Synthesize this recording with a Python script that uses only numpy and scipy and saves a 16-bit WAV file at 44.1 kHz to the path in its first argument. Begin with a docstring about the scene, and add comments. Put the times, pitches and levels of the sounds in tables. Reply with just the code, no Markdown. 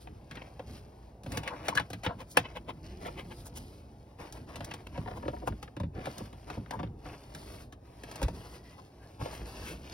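"""A cloth hisses over a leather car seat in uneven strokes, while the leather rubs and the cushion rumbles.
Sliding friction is a train of tiny slips: dense ones hiss, short runs creak, nearly periodic ones squeak.
The hand knocks and scuffs against plastic trim and seat, exciting their damped modes. A dull rumble
enters by the open door and a faint hum comes and goes. The padded cabin adds a short, dead echo."""
import sys
import numpy as np
from scipy import signal
from scipy.fft import rfft, irfft, next_fast_len
from scipy.io import wavfile
from scipy.ndimage import uniform_filter1d

SR = 44100
rng = np.random.default_rng(int(sys.argv[2]) if len(sys.argv) > 2 else 0)


def inscribe(sig):
    """Save sig as 16-bit PCM at rate SR to the path in sys.argv[1].

    A 1-D sig is mono; a 2-D sig holds one channel per row.
    Samples are clipped to [-1, 1] before scaling.
    """
    pcm = np.round(np.clip(np.atleast_2d(sig).T, -1, 1) * 32767)
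    wavfile.write(sys.argv[1], SR, pcm.astype(np.int16))


N = 437913


def undb(db):
    """Decibels to amplitude ratio."""
    return 10 ** (np.asarray(db) / 20)


def unit(x):
    """Normalise to an rms of one."""
    return x / np.sqrt(np.mean(x ** 2) + 1e-18)


def curve(rows):
    """Linear interpolation of (time_s, value) rows."""
    return np.interp(np.arange(N) / SR, *np.transpose(rows))


def over_pitch(points, size):
    """Interpolate (frequency_hz, value) points over FFT bins, in log frequency."""
    hz, value = np.transpose(points)
    return np.interp(np.log(np.fft.rfftfreq(size, 1 / SR) + 1), np.log(hz), value)


def colour(x, points):
    """Spectral shaping by (frequency_hz, gain_db) points, at unit rms."""
    size = next_fast_len(len(x), True)
    return unit(irfft(rfft(x, size) * undb(over_pitch(points, size)), size)[:len(x)])


def band(x, low_hz, high_hz, order=3):
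    """Causal Butterworth band-pass."""
    edges_hz = [low_hz, min(high_hz, SR / 2 - 1000)]
    return signal.sosfilt(signal.butter(order, edges_hz, "band", fs=SR, output="sos"), x)


def bands(rows, centre_hz, span, order):
    """Band-pass each row around its own centre, a factor span up and down."""
    return np.array([band(x, hz / span, hz * span, order) for x, hz in zip(rows, centre_hz)])


def walk(rate_hz):
    """Smooth random fluctuation at unit rms."""
    step = max(int(SR / rate_hz), 1)
    return unit(uniform_filter1d(np.repeat(rng.standard_normal(N // step + 1), step), step)[:N])


def fade(t, t60):
    """Exponential decay, 60 dB down after t60 seconds."""
    return np.exp(-np.log(1000) * t / t60)


def swell(t, half_s):
    """A bell-shaped envelope around t = 0."""
    return 1 / np.cosh(np.clip(1.46 * t / half_s, -50, 50))


def blows(x, db):
    """Scale each row so that its energy equals 30 ms at its level."""
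    return x * undb(db)[:, None] * np.sqrt(.03 * SR / np.sum(x ** 2, axis=1, keepdims=True))


def add(out, start_s, x):
    """Superpose x on out from start_s."""
    i = max(int(start_s * SR), 0)
    out[i:i + len(x)] += x[:len(out) - i]


def slips(per_s, spread_db):
    """Friction as a Poisson process: impulses of uneven size at random moments."""
    size = undb(spread_db * np.minimum(rng.exponential(size=N), 4))
    return unit((rng.random(N) < per_s / SR) * size * rng.choice([-1, 1], N))


def smear(x, t60):
    """Convolution with decaying noise gives each click a rough tail."""
    t = np.arange(SR // 20) / SR
    return unit(signal.fftconvolve(x, rng.standard_normal(len(t)) * fade(t, t60))[:N])


def ringing(modes, t, count, scatter_db, detune):
    """Modal impulse responses for count contacts: each spot favours other modes and detunes them."""
    hz, db, t60 = np.transpose(modes)
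    chance = rng.standard_normal((count, 2, len(hz)))
    ring = np.zeros((count, len(t)))
    for k in range(len(hz)):
        swing = np.sin(2 * np.pi * hz[k] * (1 + detune * chance[:, 0, k, None]) * t)
        gain = undb(db[k] + scatter_db * chance[:, 1, k, None])
        ring += (-1) ** k * gain * swing * fade(t, t60[k])
    return ring / np.sqrt(np.sum(ring ** 2, axis=1, keepdims=True))


def stroke(start_s, length_s, swell_db, attack_s=0.026, release_t60_s=0.2):
    """Envelope of one wipe: a quick attack, a hold that grows or eases, an exponential release."""
    t = np.maximum(np.arange(N) / SR - start_s, 0)
    hold = undb(swell_db * (np.minimum(t / length_s, 1) - .5))
    return np.minimum(t / attack_s, 1) * hold * fade(np.maximum(t - length_s, 0), release_t60_s)


# strokes of the cloth: start_s, length_s, hiss_db, swell_db, fine_over_coarse_db, drag_db
WIPES = [(0.0, 0.033, -55.5, -11, 12, -63), (0.293, 0.19, -65.5, -5, -9, -55.5),
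         (0.658, 0.12, -55, 2, -5.5, -64), (1.233, 0.13, -59.5, 15, 9, -55),
         (1.405, 0.4, -67, 10, -19, -49), (2.338, 0.18, -60.5, -6.5, -16, -51),
         (2.826, 0.16, -59, -12, -12, -63.5), (2.998, 0.28, -60, -13, -3, -55),
         (3.216, 0.19, -65, 14, 16, -71), (3.544, 0.26, -61, -13.5, 1.5, -70),
         (4.176, .11, -58, -6.5, -3, -49.5), (4.33, 0.14, -63.5, -22, 1, -55.5),
         (4.467, 0.34, -63, -7.5, -2.5, -51), (4.906, 0.29, -64.5, -1, -2, -54),
         (5.927, 0.15, -65, 4, 0.5, -48.5), (6.032, 0.23, -55.5, -1, -3.5, -53.5),
         (6.453, 0.098, -57.5, 7.5, -8, -51.5), (6.67, 0.2, -81, -0.5, 6, -58.5),
         (7.031, 0.1, -57.5, 2, -4, -48), (7.33, 0.29, -56.5, 2, 2.5, -54), (8, 0.24, -59, 15, -10, -54),
         (8.319, 0.24, -57.5, 2, 0, -54.5), (8.623, 0.26, -63, -7.5, -7, -92),
         (9.189, 0.24, -53.5, -9.5, -4.5, -49.5), (9.443, 0.28, -50.5, 2.5, -3.5, -50.5),
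         (9.817, 0.12, -53.5, 5, -23, -68)]
# light, constant rustle of cloth and sleeve: time_s, level_db
RUSTLE = [(0.2, -70.5), (0.5, -67), (1.08, -71), (1.22, -90), (1.5, -62.5), (2.2, -70), (2.78, -69),
          (3.65, -66.5), (4.12, -72.5), (5.35, -62.5), (5.66, -67.5), (5.73, -74), (5.9, -91), (6.4, -64),
          (6.84, -69), (6.92, -97), (7.0, -69), (7.2, -60), (7.6, -63), (7.7, -86.5), (7.8, -82.5),
          (7.85, -68), (8.1, -58), (8.92, -71), (9.11, -62.5), (9.17, -66), (9.93, -58.5)]


def hand():
    """Incoherent sources add in power: rustle and strokes set the gains of brush, swish and drag."""
    moves = [(undb(curve(RUSTLE)), 0, -4, 2)]  # gain, hiss_db, fine_db, drag_db
    for start_s, length_s, hiss_db, swell_db, fine_db, drag_db in WIPES:
        moves.append((stroke(start_s, length_s, swell_db), hiss_db, fine_db, drag_db))
    power = np.zeros((3, N))
    for gain, hiss_db, fine_db, drag_db in moves:
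        # a light touch only brushes the fibre tips; a firm one drags the whole weave
        fine = 1 / (1 + undb(-fine_db) ** 2)
        hiss = undb(hiss_db) ** 2
        power += np.outer([fine * hiss, (1 - fine) * hiss, undb(drag_db) ** 2], gain ** 2)
    return np.sqrt(power)


# spectra of the fibre tips' hiss and the weave's swish: frequency_hz, gain_db
FIBRE_SPECTRUM = [(1500, -24.5), (3200, 2.5), (4800, 7.5), (6500, -2.5), (9500, 2), (12000, 1), (15500, -9)]
WEAVE_SPECTRUM = [(500, 0.5), (1200, -6.5), (1800, -7), (2800, -3), (4000, -13), (5500, -9.5),
                  (9000, -30.5)]


def cloth(brush, swish):
    """Friction noise: dense slips of fibres and weave merge into hiss; sparse grit crackles."""
    fibres = brush * colour(slips(per_s=7800, spread_db=2), FIBRE_SPECTRUM)
    weave = swish * colour(slips(per_s=2200, spread_db=1), WEAVE_SPECTRUM) * undb(1.5 * walk(65))
    grains = smear(slips(per_s=110, spread_db=3), t60=0.0065)
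    grit = swish * unit(band(grains, 1300, 7100, order=2)) * undb(-8)
    return fibres + weave + grit


# modes of the seat's body: pitch_hz, level_db, t60_s
SEAT_MODES = [(163, 4, .12), (293.4, 2.5, .1), (511, 1, .06), (568, -2.5, 0.064), (729, -1.5, 0.067),
              (924, -1.5, 0.077)]


def through_seat(rows, ring_db):
    """Forced vibration: each row of friction plus the resonance it excites in the seat."""
    rings = ringing(SEAT_MODES, np.arange(SR // 6) / SR, len(rows), scatter_db=2, detune=0.013)
    return rows + undb(ring_db) * signal.fftconvolve(rows, rings, axes=1)[:, :rows.shape[1]]


# spectrum of rubbed leather: frequency_hz, gain_db
LEATHER_SPECTRUM = [(90, -7), (160, 4), (350, -0.5), (600, 2.5), (850, 2), (1300, -6.5), (2000, -13),
                    (3200, -27), (8000, -53)]


def leather_rub(drag):
    """Source and resonator: slips on the leather sound low and dull through the seat."""
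    friction = slips(per_s=980, spread_db=1.5)
    return drag * colour(through_seat(friction[None], ring_db=-19)[0], LEATHER_SPECTRUM)


# spectrum of creaking leather: frequency_hz, gain_db
CREAK_SPECTRUM = [(200, -25.5), (600, -2.5), (1100, 2.5), (2000, 1), (3500, -7.5), (6000, -12),
                  (14000, -33)]


def drag_creak(brush, drag):
    """Stick-slip: leather creaks where the hand drags, less where the cloth slides freely."""
    grip = drag / np.hypot(drag, undb(11) * brush)  # half power with the brush 11 dB under the drag
    creak = colour(smear(slips(per_s=300, spread_db=1), t60=0.013), CREAK_SPECTRUM)
    return creak * drag * grip * undb(2.2 * walk(16) - 9.5)


# modes of the plastic trim: pitch_hz, level_db, t60_s
TRIM_MODES = [(276, 3.5, 0.091), (493, 4, 0.066), (723, -1, 0.083), (827, 4, 0.055), (1111, -2, 0.034),
              (1440, 4, 0.02), (1679, 8, 0.032), (1964, 3, 0.022), (2270, -2, 0.025), (2440, -1, 0.02),
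              (2646, 3, 0.057), (2953, 1, 0.041), (4070, -11.5, 0.023), (4900, -9.5, .025)]


def trim_bumps(drag):
    """Impulse excitation: the dragging hand jostles the trim, which rings faintly."""
    ring = ringing(TRIM_MODES, np.arange(SR // 6) / SR, count=1, scatter_db=2.5, detune=0.011)[0]
    jolts = slips(per_s=21, spread_db=1)
    return unit(signal.fftconvolve(jolts, ring)[:N]) * drag * undb(-12.5)


# the hand leaning into the cushion: peak_s, half_length_s, relative_level_db
LEANS = [(0.117, 0.046, -45.5), (0.717, 0.069, -42), (1.317, 0.028, -37.5), (1.394, 0.044, -38),
         (2.076, 0.019, -36), (2.188, 0.067, -44), (3.134, 0.72, -46.5), (3.598, 0.055, -44.5),
         (4.427, 0.063, -43.5), (4.633, 0.091, -46), (5.17, 0.27, -41), (5.52, 0.038, -37),
         (5.986, 0.029, -32.5), (6.863, 0.16, -42.5), (7.521, 0.18, -48), (8.353, 0.038, -38),
         (9.231, 0.02, -32), (9.429, 0.034, -41), (9.72, 0.2, -44)]
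# spectrum of the cushion's rumble: frequency_hz, gain_db
CUSHION_SPECTRUM = [(15, -28), (32, -15), (55, 3.5), (100, -1.5), (170, -9), (260, -8.5), (450, -18),
                    (1000, -64)]


def cushion_rumble(drag):
    """Amplitude-modulated noise: the hand's resting, dragging and leaning loads add in power."""
    t = np.arange(N) / SR
    lean_power = sum((undb(db) * swell(t - peak_s, half_s)) ** 2 for peak_s, half_s, db in LEANS)
    weight = np.sqrt(undb(-57.5) ** 2 + (undb(-2) * drag) ** 2 + lean_power)
    return colour(rng.standard_normal(N), CUSHION_SPECTRUM) * weight * undb(-2)


def wiping():
    """Common modulation: one hand drives every rubbing sound; cloth and leather share uneven patches."""
    brush, swish, drag = hand()
    patches_db = walk(40)
    hiss = cloth(brush, swish) * undb(patches_db - 0.62)
    rub = leather_rub(drag) * undb(2 * patches_db - 0.5)
    return hiss + rub + drag_creak(brush, drag) + trim_bumps(drag) + cushion_rumble(drag)


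# spectrum of the outdoor background: frequency_hz, gain_db
OUTSIDE_SPECTRUM = [(15, -47.5), (35, -13.5), (50, -8), (58, 9.5), (68, -6), (115, 0), (170, -9),
                    (250, -10), (500, -13.5), (800, -14), (1300, -31), (2200, -39), (5000, -43),
                    (9000, -48), (15500, -50.5)]


def outside():
    """Ambient noise: a faint, dull rumble enters through the open door."""
    return colour(rng.standard_normal(N), OUTSIDE_SPECTRUM) * undb(-53.5 + .6 * walk(2.9))


def cushion_thuds(t, noise, thud_db):
    """Damped oscillation: the cushion answers late, and lower when a heavier blow sinks deeper."""
    pitch_hz = np.minimum(62 * 2 ** (0.09 * (-27 - thud_db)), 110)  # 0.09 octave per dB
    bounce = np.sin(2 * np.pi * pitch_hz[:, None] * t)
    bounce += undb(20) * bands(noise, pitch_hz, span=1.96, order=3)
    return blows(bounce * fade(t, 0.17) * (1 - fade(t, 0.16)), thud_db)


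# blows on trim and seat: start_s, thud_db, panel_pitch_hz, panel_db, clack_db, tick_db
KNOCKS = [(0.072, -63, 683, -51, -57, -93), (0.311, -51.5, 610, -62, -48.5, -60.5),
          (0.354, -50.5, 525, -60, -53, -62.5), (0.37, -51, 700, -53, -49, -80),
          (0.594, -52, 560, -41.5, -53, -71), (1.234, -48, 390, -56, -63.5, -62),
          (1.262, -40, 510, -46, -53.5, -65), (1.319, -41, 800, -57, -48.5, -49.5),
          (1.372, -38.5, 546, -42, -39, -42.5), (1.433, -65, 1020, -47.5, -48, -59),
          (1.476, -52, 720, -50, -37.5, -52.5), (1.683, -47, 686, -32, -33.5, -39.5),
          (1.752, -43, 640, -46, -43.5, -44.5), (1.774, -60, 1810, -38, -28.5, -47.5),
          (1.797, -45, 795, -38.5, -38.5, -52), (1.902, -43, 324, -43.5, -54, -54.5),
          (1.931, -42, 617, -48, -45.5, -52), (2.034, -57, 780, -49.5, -48, -55),
          (2.062, -37.5, 664, -35, -35, -57), (2.371, -38.5, 918, -22, -21, -36.5),
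          (4.324, -64, 682, -61, -60, -52.5), (4.557, -52, 586, -51, -49.5, -52.5),
          (4.606, -44, 700, -48, -50, -63), (4.645, -63, 510, -73, -59, -49.5),
          (4.711, -52, 970, -47, -46, -58.5), (4.738, -54, 610, -49, -49, -51.5),
          (4.976, -37, 544, -41.5, -52, -65), (5.28, -43, 544, -33, -46.5, -64.5),
          (5.474, -35.5, 794, -34, -46, -63), (5.627, -51.5, 660, -49, -49.5, -55.5),
          (5.766, -42, 328, -40, -53, -65), (5.8, -34, 565, -41, -53, -62.5),
          (5.833, -32.5, 513, -43.5, -56, -74), (6.056, -51, 697, -47, -45.5, -56),
          (6.069, -42.5, 540, -36.5, -49.5, -64), (6.181, -51, 490, -64, -59, -49.5),
          (6.206, -39.5, 420, -42.5, -65, -71), (6.328, -47, 900, -56, -60.5, -68),
          (6.5, -48.5, 600, -43, -46.5, -59), (6.571, -35.5, 520, -44.5, -63, -77),
          (6.708, -47, 790, -41.5, -44.5, -52.5), (6.755, -40, 296, -45, -75, -77),
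          (6.796, -41, 330, -48.5, -55, -69), (6.83, -35.5, 420, -38, -51.5, -71),
          (7.348, -53, 660, -59, -50.5, -53), (7.724, -54, 638, -57.5, -57, -62.5),
          (8.035, -52, 355, -50.5, -51.5, -56.5), (8.113, -81, 845, -56, -53, -54),
          (8.157, -57, 700, -52.5, -56, -51.5), (8.216, -54, 530, -35.5, -52, -54),
          (8.228, -25.5, 676, -46, -42.5, -44.5), (8.282, -45, 590, -39.5, -51, -56.5),
          (9.256, -60, 562, -40, -51, -63)]


def knocks(ping_hz=9200):
    """Impact excitation: each blow cracks, rings the trim or seat and shakes the frame and cushion."""
    start_s, thud_db, panel_hz, panel_db, clack_db, tick_db = np.transpose(KNOCKS)
    t = np.arange(SR // 6) / SR
    noise = rng.standard_normal((len(start_s), len(t)))
    # a contact padded by cloth has little tick, builds slowly and lets go in a few quick slips
    padding = np.clip((panel_db - tick_db - 31.5) / 18, 0, 1)[:, None]
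    # a hard snap of plastic has a shorter tick, cleaner modes and a ping from the edge
    snap = np.clip((clack_db + 34.5) / 16, 0, 1)[:, None]
    # a dull blow with little clack rings the seat instead of the trim
    on_seat = np.clip((panel_db - clack_db) / 9, 0, 1)[:, None]
    push = 1 - fade(t, 0.0013 + 0.0064 * padding)
    slip_s = rng.uniform(0.0054, 0.015, (len(start_s), 1))
    stutter = fade(t % slip_s, 0.016) ** padding
    crack = noise * stutter * (fade(t, 0.021 + 0.024 * padding) + undb(-0.5) * fade(t, 0.095))
    crack /= np.sqrt(np.sum(crack ** 2, axis=1, keepdims=True))
    trim = ringing(TRIM_MODES, t, len(start_s), scatter_db=1, detune=0.0045)
    seat = ringing(SEAT_MODES, t, len(start_s), scatter_db=1, detune=0.0081)
    contact = push * (trim + undb(11.5 + 3.1 * padding - 10 * snap) * crack)
    body = (1 - on_seat) * contact + on_seat * push * (seat + undb(7) * crack)
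    panel = blows(band(bands(body, panel_hz, span=1.35, order=1), 230, 1300, order=2), panel_db)
    clack = blows(band(band(contact, 300, 2300, order=1), 1250, 3700), clack_db)
    edge = band(band(noise, 3300, 17000, order=2), 2500, 8200, order=1)
    tick_decay = fade(t, .042 - 0.039 * snap) + undb(-9) * fade(t, 0.084)
    tick = blows(edge * push * tick_decay, tick_db)
    edge_ring = band(noise, ping_hz - 450, ping_hz + 450, order=1) * fade(t, 0.026)
    ping = snap * blows(edge_ring, tick_db + 1)
    thud = cushion_thuds(t, noise, thud_db)
    frame = blows(band(seat, 120, 310), np.minimum(thud_db - 3, -40.5))  # capped by the upholstery
    out = np.zeros(N)
    for start, hit in zip(start_s, panel + clack + tick + ping + thud + frame):
        add(out, start, hit)
    return out


# short, hard rubs on the trim, levels relative: peak_s, half_length_s, panel_db, rasp_db, hiss_db
SCUFFS = [(0.421, 0.0032, -42.5, -43, -74), (1.357, 0.034, -43, -48, -68), (1.475, 0.025, -42, -45, -66),
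          (1.536, 0.029, -43, -83, -76), (1.664, 0.016, -65, -46, -56), (2.052, 0.0094, -39, -37, -51),
          (2.105, 0.025, -38.5, -57, -85), (2.211, 0.014, -43.5, -47, -58), (2.32, 0.017, -70, -77, -50.5),
          (2.455, 0.011, -43, -43, -81), (2.568, 0.011, -40, -41, -59), (2.698, 0.011, -36.5, -41, -60),
          (3.069, 0.01, -43, -45, -54.5), (3.195, 0.017, -43.5, -42.5, -59.5),
          (3.319, 0.011, -46, -47, -63), (3.468, 0.012, -55, -76, -50), (3.573, 0.011, -49, -48, -46),
          (4.871, 0.0024, -45.5, -44, -55), (5.174, 0.012, -43.5, -53, -61),
          (5.479, 0.0078, -34.5, -68, -46.5), (6.739, 0.012, -41, -63, -61), (8.249, .007, -43, -53, -64),
          (8.795, 0.013, -51.5, -63, -85), (9.216, 0.015, -43, -51.5, -67), (9.35, 0.034, -54, -51, -55),
          (9.684, 0.037, -60, -46.5, -51.5)]


def scuffs():
    """Frictional excitation: a run of slips swells, drives the trim's modes and dies away."""
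    t = np.arange(SR // 3) / SR
    friction = slips(per_s=2200, spread_db=2)
    rings = ringing(TRIM_MODES, t, len(SCUFFS), scatter_db=3, detune=0.015)
    out = np.zeros(N)
    for (peak_s, half_s, panel_db, rasp_db, hiss_db), ring in zip(SCUFFS, rings):
        run = unit(np.roll(friction, -int(peak_s * SR))[:len(t)])
        rung = unit(signal.fftconvolve(run, ring)[:len(t)]) + undb(14) * run
        panel = undb(panel_db) * unit(band(rung, 310, 1314))
        rasp = undb(rasp_db) * unit(band(rung, 1080, 3070))
        hiss = undb(hiss_db) * unit(band(band(run, 4455, 17000, order=2), 1000, 11000, order=1))
        add(out, peak_s - t.mean(), (panel + rasp + hiss) * swell(t - t.mean(), half_s))
    return out * undb(1)


# squeaks of the sliding cloth: peak_s, half_length_s, pitch_hz, glide_octaves_per_s, level_db
SQUEAKS = [(1.73, 0.0059, 990, -14, -34), (1.782, 0.0064, 1120, -3.5, -30),
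           (1.78, 0.0055, 1665, -3.5, -23.5), (4.611, .004, 632, 0, -37.5), (4.715, .005, 2760, -2, -44),
           (6.742, 0.012, 940, 1.5, -37.5), (8.681, 0.072, 1956, 0.5, -66), (9.04, 0.03, 1670, 1.5, -64.5)]


def squeaks(waver_hz=240):
    """Nearly periodic stick-slip: a narrow, unsteady tone glides as it swells and fades."""
    t = np.arange(SR // 3) / SR
    t -= t.mean()
    waver = walk(waver_hz) + 1j * walk(waver_hz)
    out = np.zeros(N)
    for peak_s, half_s, pitch_hz, glide, level_db in SQUEAKS:
        carrier = np.exp(2j * np.pi * np.cumsum(pitch_hz * 2 ** (glide * t)) / SR)
        envelope = swell(t, half_s)
        tone = np.real(waver[int(peak_s * SR):][:len(t)] * carrier) * envelope
        add(out, peak_s + t[0], undb(level_db) * unit(tone) * np.sqrt(np.mean(envelope ** 2)))
    return out


# course of a faint hum: time_s, pitch_hz, level_db
HUM = [(2.3, 335, -80), (2.6, 340.5, -59.5), (3.05, 355, -56), (3.35, 359, -56.5), (3.5, 365, -82)]


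def hum():
    """Narrow-band noise: random modulation blurs a wavering tone and its lower octave."""
    rows = np.array(HUM)
    pitch_hz = curve(rows[:, [0, 1]]) * (1 + 0.03 * walk(9.3))
    phase = 2 * np.pi * np.cumsum(pitch_hz) / SR
    upper, lower = (np.real((walk(55) + 1j * walk(55)) * np.exp(1j * k * phase)) for k in (1, .5))
    return (upper + undb(0.5) * lower) * undb(curve(rows[:, [0, 2]]))


# leather gripping the cloth and letting go: start_s, length_s, body_pitch_hz, body_db, rasp_db
CREAKS = [(3.05, .012, 754, -42.5, -49), (3.08, 0.0097, 900, -42.5, -49), (4.949, 0.036, 810, -46, -52),
          (5.06, 0.0043, 520, -45, -58), (5.075, 0.0097, 623, -42, -50), (5.108, 0.0083, 653, -43.5, -54),
          (5.137, .003, 600, -56, -60), (5.226, 0.012, 596, -44.5, -57), (5.251, 0.0096, 520, -38.5, -56),
          (5.331, 0.012, 530, -41, -61), (5.365, .006, 620, -50.5, -60), (5.421, 0.014, 550, -42, -68),
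          (5.524, .003, 448, -51, -58.5), (5.678, 0.004, 605, -57, -57), (5.954, 0.044, 480, -42.5, -54),
          (6.661, .003, 700, -64, -59), (6.791, 0.015, 850, -41, -50.5), (7.055, 0.017, 700, -48, -55.5),
          (7.143, 0.0035, 650, -56, -61), (9.415, 0.0057, 403, -52, -59), (9.686, .045, 330, -45, -63)]


def creaks(attack_s=0.0025, release_t60_s=0.017):
    """Stick-slip bursts: leather breaks loose, then a run of slips rings the seat and rasps the grain."""
    start_s, length_s, body_hz, body_db, rasp_db = np.transpose(CREAKS)
    t = np.arange(SR // 8) / SR
    friction = slips(per_s=810, spread_db=1.5)
    pull = (1 - fade(t, attack_s)) * fade(np.maximum(t - length_s[:, None], 0), release_t60_s)
    runs = pull * np.array([friction[int(start * SR):][:len(t)] for start in start_s])
    runs[:, 0] += undb(19)  # the first slip is a tick
    rung = through_seat(runs, ring_db=-4.5)
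    body = blows(bands(rung, body_hz, span=1.7, order=4), body_db)
    rasp = blows(band(band(runs, 1290, 1950, order=1), 600, 4100, order=2), rasp_db)
    out = np.zeros(N)
    for start, sound in zip(start_s, body + rasp):
        add(out, start, sound)
    return out


# share of the sound reflected by the cabin: frequency_hz, share_db
REFLECTED_SHARE = [(60, -26.5), (250, -13.5), (600, -5.5), (1200, -2.5), (3000, -4.5), (5000, -4),
                   (8000, -58.5), (15000, -24.5)]
# level of the left microphone port over the right: frequency_hz, balance_db
PORT_BALANCE = [(100, 0), (330, -1.8), (700, 0.5), (1100, 8), (2300, 1.7), (4400, 0.3), (8000, 0.1)]
# phase lag of the right port: frequency_hz, lag_rad
PORT_LAG = [(100, 0), (350, .2), (700, 1.0), (1100, 1.1), (1700, .2), (2600, 1.3), (4200, 1.2), (5200, .5),
            (7400, 3.14), (10300, 6.28), (13500, 9.42), (16000, 12.4)]


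def cabin(x, t60=0.023):
    """Interference: direct sound and short echoes meet at two ports; the echoes vary as the arm moves."""
    size, hop, lead = 16384, 8192, 1024  # samples
    t = np.arange(hop // 2) / SR
    share = np.clip(undb(over_pitch(REFLECTED_SHARE, size)) ** 2, 0, 1)
    sides = np.array([[.5], [-.5]])
    direct = np.sqrt(1 - share) * np.exp(1j * sides * over_pitch(PORT_LAG, size))
    balance = undb(sides * over_pitch(PORT_BALANCE, size))
    out = np.zeros((2, N + size))
    for i in range(0, N, hop):
        echo = rng.standard_normal((2, len(t))) * fade(t, t60) * (1 - fade(t, 0.0005))
        echo /= np.sqrt(np.sum(echo ** 2, axis=1, keepdims=True))
        paths = direct + np.sqrt(share) * rfft(echo, size)
        # the echoes ripple the spectrum finely but leave its broad shape alone
        paths /= np.sqrt(uniform_filter1d(np.abs(paths) ** 2, size=64))
        piece = rfft(np.pad(x[i:i + hop], (lead, 0)), size)
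        out[:, i:i + size] += irfft(piece * paths * balance, size)
    return out[:, lead:lead + N]


def scene():
    """Superposition: all sources add and are heard inside the cabin."""
    return cabin(wiping() + outside() + knocks() + scuffs() + squeaks() + hum() + creaks())


def record(dry):
    """Band limiting: a steep low-pass removes the treble above 15.8 kHz."""
    return signal.sosfilt(signal.ellip(10, .1, 80, 15800, fs=SR, output="sos"), dry)


dry = scene()
out = record(dry)
inscribe(out)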